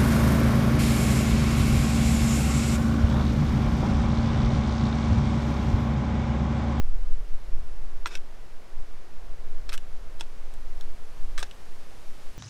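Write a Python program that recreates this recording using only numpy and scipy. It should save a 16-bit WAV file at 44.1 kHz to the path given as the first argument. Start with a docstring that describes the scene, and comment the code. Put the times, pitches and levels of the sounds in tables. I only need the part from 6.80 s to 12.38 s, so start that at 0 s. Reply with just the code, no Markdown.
"""A walker with a pole crosses loose scree on an open mountainside, some metres from the microphone.
Stones tip under boots and pole, knock and grind: each contact is a crack of grit plus a few short modes,
and the rubble around scatters it as sparse echoes.
Wind buffets the microphone as shaped noise in three bands, over the smooth noise of a distant valley rush,
whose hiss eases slightly, then grows as the microphone turns towards it."""
import sys
import numpy as np
from scipy import signal
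from scipy.fft import rfft, irfft
from scipy.io import wavfile
from scipy.ndimage import uniform_filter1d

SR = 44100
rng = np.random.default_rng(int(sys.argv[2]) if len(sys.argv) > 2 else 0)


def to_wav(s):
    """Save 16-bit WAV."""
    ch = np.atleast_2d(s).T  # columns
    pcm = np.round(np.clip(ch, -1, 1) * 32767)  # PCM
    wavfile.write(sys.argv[1], SR, pcm.astype(np.int16))


N = 246078

# strength of the wind at the microphone, about its mean: (t/s, large eddies level/dB, small eddies level/dB)
WIND_STRENGTH = [(0, 11, 2), (0.11, 13, 1), (0.4, 10.5, 3.5), (0.49, 4.2, -0.5), (0.78, 8.5, 7.5),
                 (0.93, 1.1, 1), (1.01, 6.5, 3), (1.55, -6.5, -6), (1.84, -12, -5), (2.01, 4, -5),
                 (2.23, -8.5, -6), (2.5, 3.5, 2), (2.9, 3.5, 2), (3.06, 0.5, 0.5), (3.25, -1, 5),
                 (3.52, -4.8, -3.1), (4.1, 6.5, 0), (4.26, -8, 1.5), (4.48, 9, 2), (4.74, -6.2, -1.0),
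                 (5.58, -7.5, -0.5)]


def amp(db):
    """Amplitude factor of a level in dB."""
    return 10 ** (np.asarray(db) / 20)


def unit(x):
    """Scales to rms 1."""
    return x / np.sqrt(np.mean(x ** 2) + 1e-20)


def read(points, hz, roll_off_db=24):
    """A spectrum in dB, straight over log frequency; above its last point it falls by roll_off_db per octave."""
    f, db = np.transpose(points)
    octaves_above = np.log2(np.maximum(hz / f[-1], 1))
    level_db = np.interp(np.log(hz + 1e-3), np.log(f), db)
    return level_db - roll_off_db * octaves_above


def add(mix, s, sound):
    """Mixes a sound in at time s, cut where the mix ends."""
    part = mix[round(s * SR):][:len(sound)]
    part += sound[:len(part)]


def along(curve):
    """Each column of a curve, with a value for every sample."""
    s, *columns = np.transpose(curve)
    t = np.arange(N) / SR
    return [np.interp(t, s, column) for column in columns]


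def noise(spectrum):
    """Steady noise of rms 1 with the given spectrum."""
    hz = np.fft.rfftfreq(N, 1 / SR)
    white = rfft(rng.standard_normal(N))
    return unit(irfft(white * amp(read(spectrum, hz)), N))


def blown(eddy_db, level_db, follow):
    """The gain of a layer that rises and falls with the wind."""
    return amp(level_db + follow * eddy_db)


def valley():
    """The smooth distant rush, barely stirred by the gusts, and the hiss heard when the microphone faces it."""
    # spectrum of the distant rush, relative: (f/Hz, level/dB per Hz)
    rush_spectrum = [(60, 2.5), (150, 0), (290, -2.5), (375, 2), (520, -0.5), (750, -2.5), (1200, -5.5),
                     (2200, -10.5), (3500, -15.5), (5500, -17), (8000, -23.5), (11500, -26), (15500, -35)]
    # spectrum of its hiss, relative: (f/Hz, level/dB per Hz)
    hiss_spectrum = [(600, 1.5), (2500, 3.5), (6500, -1), (9000, -4), (12000, -6.5), (15500, -18)]
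    # the hiss as the microphone turns: (t/s, level/dB)
    facing = [(0, -68), (2.7, -70.5), (3.8, -64), (5.4, -58.5)]
    # how the rush follows the large eddies: (level in mean wind/dB, follow/dB per dB of wind)
    rush_law = (-53, 0.045)
    large_db, _ = along(WIND_STRENGTH)
    hiss_db, = along(facing)
    rush = blown(large_db, *rush_law) * noise(rush_spectrum)
    return rush + amp(hiss_db) * noise(hiss_spectrum)


def eddies(spectrum, size):
    """Turbulent pressure evened out over size samples, so that the gusts alone set its level."""
    x = noise(spectrum)
    return x / np.sqrt(uniform_filter1d(x ** 2, size) + 1e-3)


def wind():
    """Large eddies sway the diaphragm slowly and rumble; small ones flutter."""
    # spectra of the pressure on the microphone, relative: (f/Hz, level/dB per Hz)
    sway_spectrum = [(1, -14), (3, -5.5), (6, -0.5), (10, -3.5), (18, -21.5), (30, -39), (60, -82)]
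    buffet_spectrum = [(10, -2.5), (20, -19), (30, -1), (42, -13.5), (60, -26.5), (90, -37.5), (140, -48),
                       (400, -85.5)]
    flutter_spectrum = [(30, -4), (55, 1), (80, 0), (120, -10), (180, -13), (300, -20), (800, -43),
                        (2000, -72)]
    # how each layer follows its eddies: (level in mean wind/dB, follow/dB per dB of wind)
    sway_law = (-23, 0.63)
    buffet_law = (-40, 0.99)
    flutter_law = (-57, 1.25)
    large_db, small_db = along(WIND_STRENGTH)
    sway = blown(large_db, *sway_law) * eddies(sway_spectrum, size=12000)
    rumble = blown(large_db, *buffet_law) * eddies(buffet_spectrum, size=4000)
    flutter = blown(small_db, *flutter_law) * eddies(flutter_spectrum, size=4000)
    return sway + rumble + flutter


def contact(tilt_db, size=1024):
    """The causal pulse of one contact, energy 1; harder points are brighter."""
    # spectrum of the crack, relative: (f/Hz, level/dB per Hz)
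    crack_spectrum = [(120, -28), (350, -1), (800, -5.5), (1500, 2), (3800, -1.5), (5500, -4.5), (8400, -9),
                      (10000, -14), (15500, -25.5)]
    hz = abs(np.fft.fftfreq(size, 1 / SR))
    # the tilt nears tilt_db per octave well above 1 kHz
    gain_db = read(crack_spectrum, hz) + tilt_db * np.log2(1 + hz / 1000)
    # minimum phase puts the energy at the start
    log_response = np.conj(signal.hilbert(np.log(amp(gain_db))))
    pulse = np.fft.ifft(np.exp(log_response)).real
    return pulse / np.linalg.norm(pulse)


def ring(body, size=4096):
    """The short-lived modes of a struck body; neighbouring modes start in opposite directions."""
    # modes of the pole and of each stone: name: (f/Hz, relative level/dB, t60/s)
    bodies = { "pole": [(1310, 0.5, 0.02), (1620, 2, 0.034), (2000, -5, 0.0167), (2490, -1, 0.023),
              (3350, 0.5, 0.018), (5540, -2.5, .035), (8270, -5.5, 0.036), (13475, -17, .045)],
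              "slab": [(973, -2, 0.031), (1362, 2, 0.0259), (2020, -5, 0.026), (2530, -4, 0.0147),
              (3460, -3, 0.012), (4150, -3.5, 0.012), (5810, -12, 0.016), (6900, -15, .012)],
              "plate": [(1550, 1, 0.031), (2200, -1, 0.023), (2640, 3.5, 0.0196), (3240, 2, 0.022),
              (3700, 3, .022), (3900, -3, 0.019), (5200, -1, 0.028), (5760, 1, 0.0183), (6460, -7, .018),
              (6970, -11, .025)], "flake": [(1532, -2, 0.0245), (2380, -2, .02), (3280, 2, .02),
              (3680, 1, 0.023), (4230, 3, 0.016), (4770, -1, 0.023), (5310, 3, .026), (8100, -4, .018),
              (8670, -9, 0.032)], "lump": [(1300, 3.5, 0.019), (1586, 0, 0.017), (2090, -1, 0.013),
              (2545, -0.5, 0.027), (3345, -6, 0.017), (4000, -6, 0.0177), (5200, -20.5, .014),
              (8936, -10, 0.026), (11514, -9, .012)], "shard": [(1700, -11, .02), (2508, -9, .018),
              (2880, 0, .028), (3500, -6, .022), (4000, -9, .014), (5800, -13, .014), (7700, -10, .022)],
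              "cobble": [(421, -5, 0.027), (913, 1, 0.025), (1674, -3.5, 0.0197), (2580, -4, 0.021),
              (3413, 0.5, 0.031), (3870, -4, .018), (5246, -8, 0.027), (5640, -4.5, 0.018),
              (6300, -8, 0.016), (7930, -9, 0.0213), (8360, -10, 0.025)], "boulder": [(990, -8, 0.023),
              (1160, -3, 0.019), (1615, 1, .022), (1840, -0.5, 0.021), (2130, -0.5, 0.0147),
              (2680, -3, 0.0105), (3100, -10, 0.015), (3870, -3, .018), (6100, -6, 0.0159),
              (8100, -12, .016)], "ledge": [(1234, 1.5, 0.041), (1620, -1, 0.018), (2430, -8, .016),
              (3280, -4, 0.023), (5240, -10, 0.018), (7700, -3, 0.018), (8300, -3, .02), (8800, -4, 0.022)],
              "block": [(550, -5, .02), (748, -5, .022), (940, -5, .024), (1590, -2, .028),
              (2300, -7, .016), (3450, -5, .026), (3725, -1, .02), (3950, -6, .016), (5447, -10, .05),
              (5800, -8, .014), (6303, -8, .022), (7493, -9, .02), (9846, -14, .018)],
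              "chip": [(1610, -2, .025), (3070, -4, .018), (3437, 2.5, .025), (3800, 4.5, .012),
              (4210, 3, .012), (5430, -1, 0.0254), (6680, -4, .018), (14300, -9, .012)], }
    t = np.arange(size) / SR
    modes = np.zeros(size)
    for k, (hz, db, t60) in enumerate(bodies[body]):
        modes += (-1) ** k * amp(db - 60 * t / t60) * np.sin(2 * np.pi * hz * t)
    return modes


def knock(body, ring_db, crack_db, tilt_db, t60, first_blow=1.6, grit_share=.3, size=4096):
    """One hard contact, a dying chatter of crushed grit, and the ring of the body."""
    fade = amp(-60 * np.arange(size) / SR / t60)
    grit = rng.standard_normal(size) * (rng.random(size) < grit_share)
    chatter = fade * unit(grit)
    chatter[0] = first_blow
    crack = signal.fftconvolve(chatter, contact(tilt_db))[:size]
    # the crack carries the energy of its fade, however bright it is
    crack *= np.linalg.norm(fade) / np.linalg.norm(crack)
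    return amp(crack_db) * crack + amp(ring_db) * ring(body)


def rebounds(s, gap_s, count):
    """The first blow and each rebound, weaker and sooner each time, as (s, dB against the first)."""
    rebound_db, gap_share = -4, .88  # dB per rebound, share of the gap before
    k = np.arange(round(count) + 1)
    gaps = gap_s * gap_share ** k
    return zip(s + np.cumsum(gaps) - gaps, k * rebound_db)


def grind(start, end, body, from_db, to_db, tilt_db, slips_per_s=5000, ring_share=0.79):
    """Tiny irregular slips, each a small contact that keeps the sliding stone ringing."""
    count = max(round((end - start) * SR), 2)
    slips = rng.standard_normal(count) * (rng.random(count) < slips_per_s / SR)
    slips = unit(slips) * amp(np.linspace(from_db, to_db, count))
    modes = ring(body)
    one_slip = ring_share * modes / np.linalg.norm(modes)  # ring_share is against a contact of norm 1
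    add(one_slip, 0, contact(tilt_db))
    return signal.fftconvolve(slips, one_slip / np.linalg.norm(one_slip))


def rubble(x, size=16384):
    """Sparse echoes off the rocks nearby, and a faint scatter from the slope; snow dulls both."""
    near_db, near_t60 = -11, 0.0646  # dB before dulling, s
    far_db, far_t60 = -26, 0.24  # dB before dulling, s
    echoes_per_s, dull_hz = 2500, 4000
    t = np.arange(size) / SR
    echoes = np.zeros(size)
    for db, t60 in ((near_db, near_t60), (far_db, far_t60)):
        signs = rng.choice([-1, 1], size)
        sparse = rng.random(size) < echoes_per_s / SR
        taps = signs * sparse * (t > .001) * amp(-60 * t / t60)
        echoes += amp(db) * taps / np.linalg.norm(taps)
    echoes = signal.lfilter(*signal.butter(1, dull_hz, fs=SR), echoes)
    return x + signal.fftconvolve(x, echoes)[:N]


def footsteps():
    """All knocks, rebounds and slides under the boots and the pole, scattered by the rubble."""
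    # pole or stone on stone: (t/s, body, ring level/dB, crack level/dB, crack tilt/dB per octave,
    # crack t60/s, rebounds/count to be rounded, time to the first rebound/s)
    knocks = [ (1.2586, "slab", -23.5, -34.5, -1.8, .043, 0, 0), (1.2668, "pole", -38, -38, -1, .03, 0, 0),
              (1.2715, "pole", -37, -39.5, 2, .03, 0, 0), (1.3529, "plate", -35.5, -32.5, -.8, .027, 0, 0),
              (1.3728, "plate", -51, -47, 0, .02, 0, 0), (2.8915, "flake", -44, -39, -4, 0.0306, 0, 0),
              (2.8939, "flake", -42.5, -38, 0, .03, 1, .0041), (2.9223, "lump", -38.5, -44, -3, .025, 0, 0),
              (2.929, "lump", -38.5, -34, 1.8, 0.035, 3, .0078),
              (2.9775, "shard", -34.5, -36.5, 4, 0.015, 0, 0),
              (3.4090, "cobble", -33, -35.5, 0.3, 0.044, 0, 0), (3.7380, "chip", -62, -51.5, 8, .039, 0, 0),
              (4.0099, "chip", -44, -50, 15, .019, 0, 0),
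              (4.5783, "boulder", -31, -33.5, -2, 0.018, 1, .0046),
              (4.58, "ledge", -36.5, -36, 2, .02, 0, 0),
              (4.5925, "pole", -41.5, -36, 2, 0.017, 1.5, 0.0089),
              (4.6276, "block", -29, -30.5, -1, 0.041, 0, 0), (4.7117, "shard", -41, -45, -0.5, .02, 0, 0),
              ]
    # a stone sliding under load: (start t/s, end t/s, body, start level/dB, end level/dB,
    # grit tilt/dB per octave)
    grinds = [ (1.273, 1.305, "plate", -47, -55, -0.5), (1.306, 1.35, "plate", -47.5, -44.5, -2.5),
              (1.363, 1.38, "plate", -49, -62, 3), (2.903, 2.926, "flake", -56, -52, -3),
              (2.938, 2.964, "lump", -37.5, -55, 3.5), (3.396, 3.412, "flake", -49, -47, 2.5),
              (3.422, 3.442, "cobble", -60, -57, 1), (4.583, 4.623, "ledge", -39.5, -51, 1),
              (4.638, 4.67, "block", -55, -57, -2), ]
    mix = np.zeros(N)
    for start, body, ring_db, crack_db, tilt_db, t60, count, gap_s in knocks:
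        for s, drop_db in rebounds(start, gap_s, count=count):
            add(mix, s, knock(body, ring_db + drop_db, crack_db + drop_db, tilt_db, t60))
    for row in grinds:
        add(mix, row[0], grind(*row))
    return rubble(mix)


def scene():
    """Valley, wind and footsteps at one microphone."""
    return (valley() + wind() + footsteps())[None]


def record(dry):
    """Low-pass: nothing is heard above about 15.8 kHz."""
    edge_hz = 15800
    low_pass = signal.firwin(511, edge_hz, window=("kaiser", 9), fs=SR)
    padded = np.pad(dry, ((0, 0), (len(low_pass) // 2,) * 2), mode="edge")
    return signal.oaconvolve(padded, low_pass[None], "valid")


dry = scene()
out = record(dry)
to_wav(out)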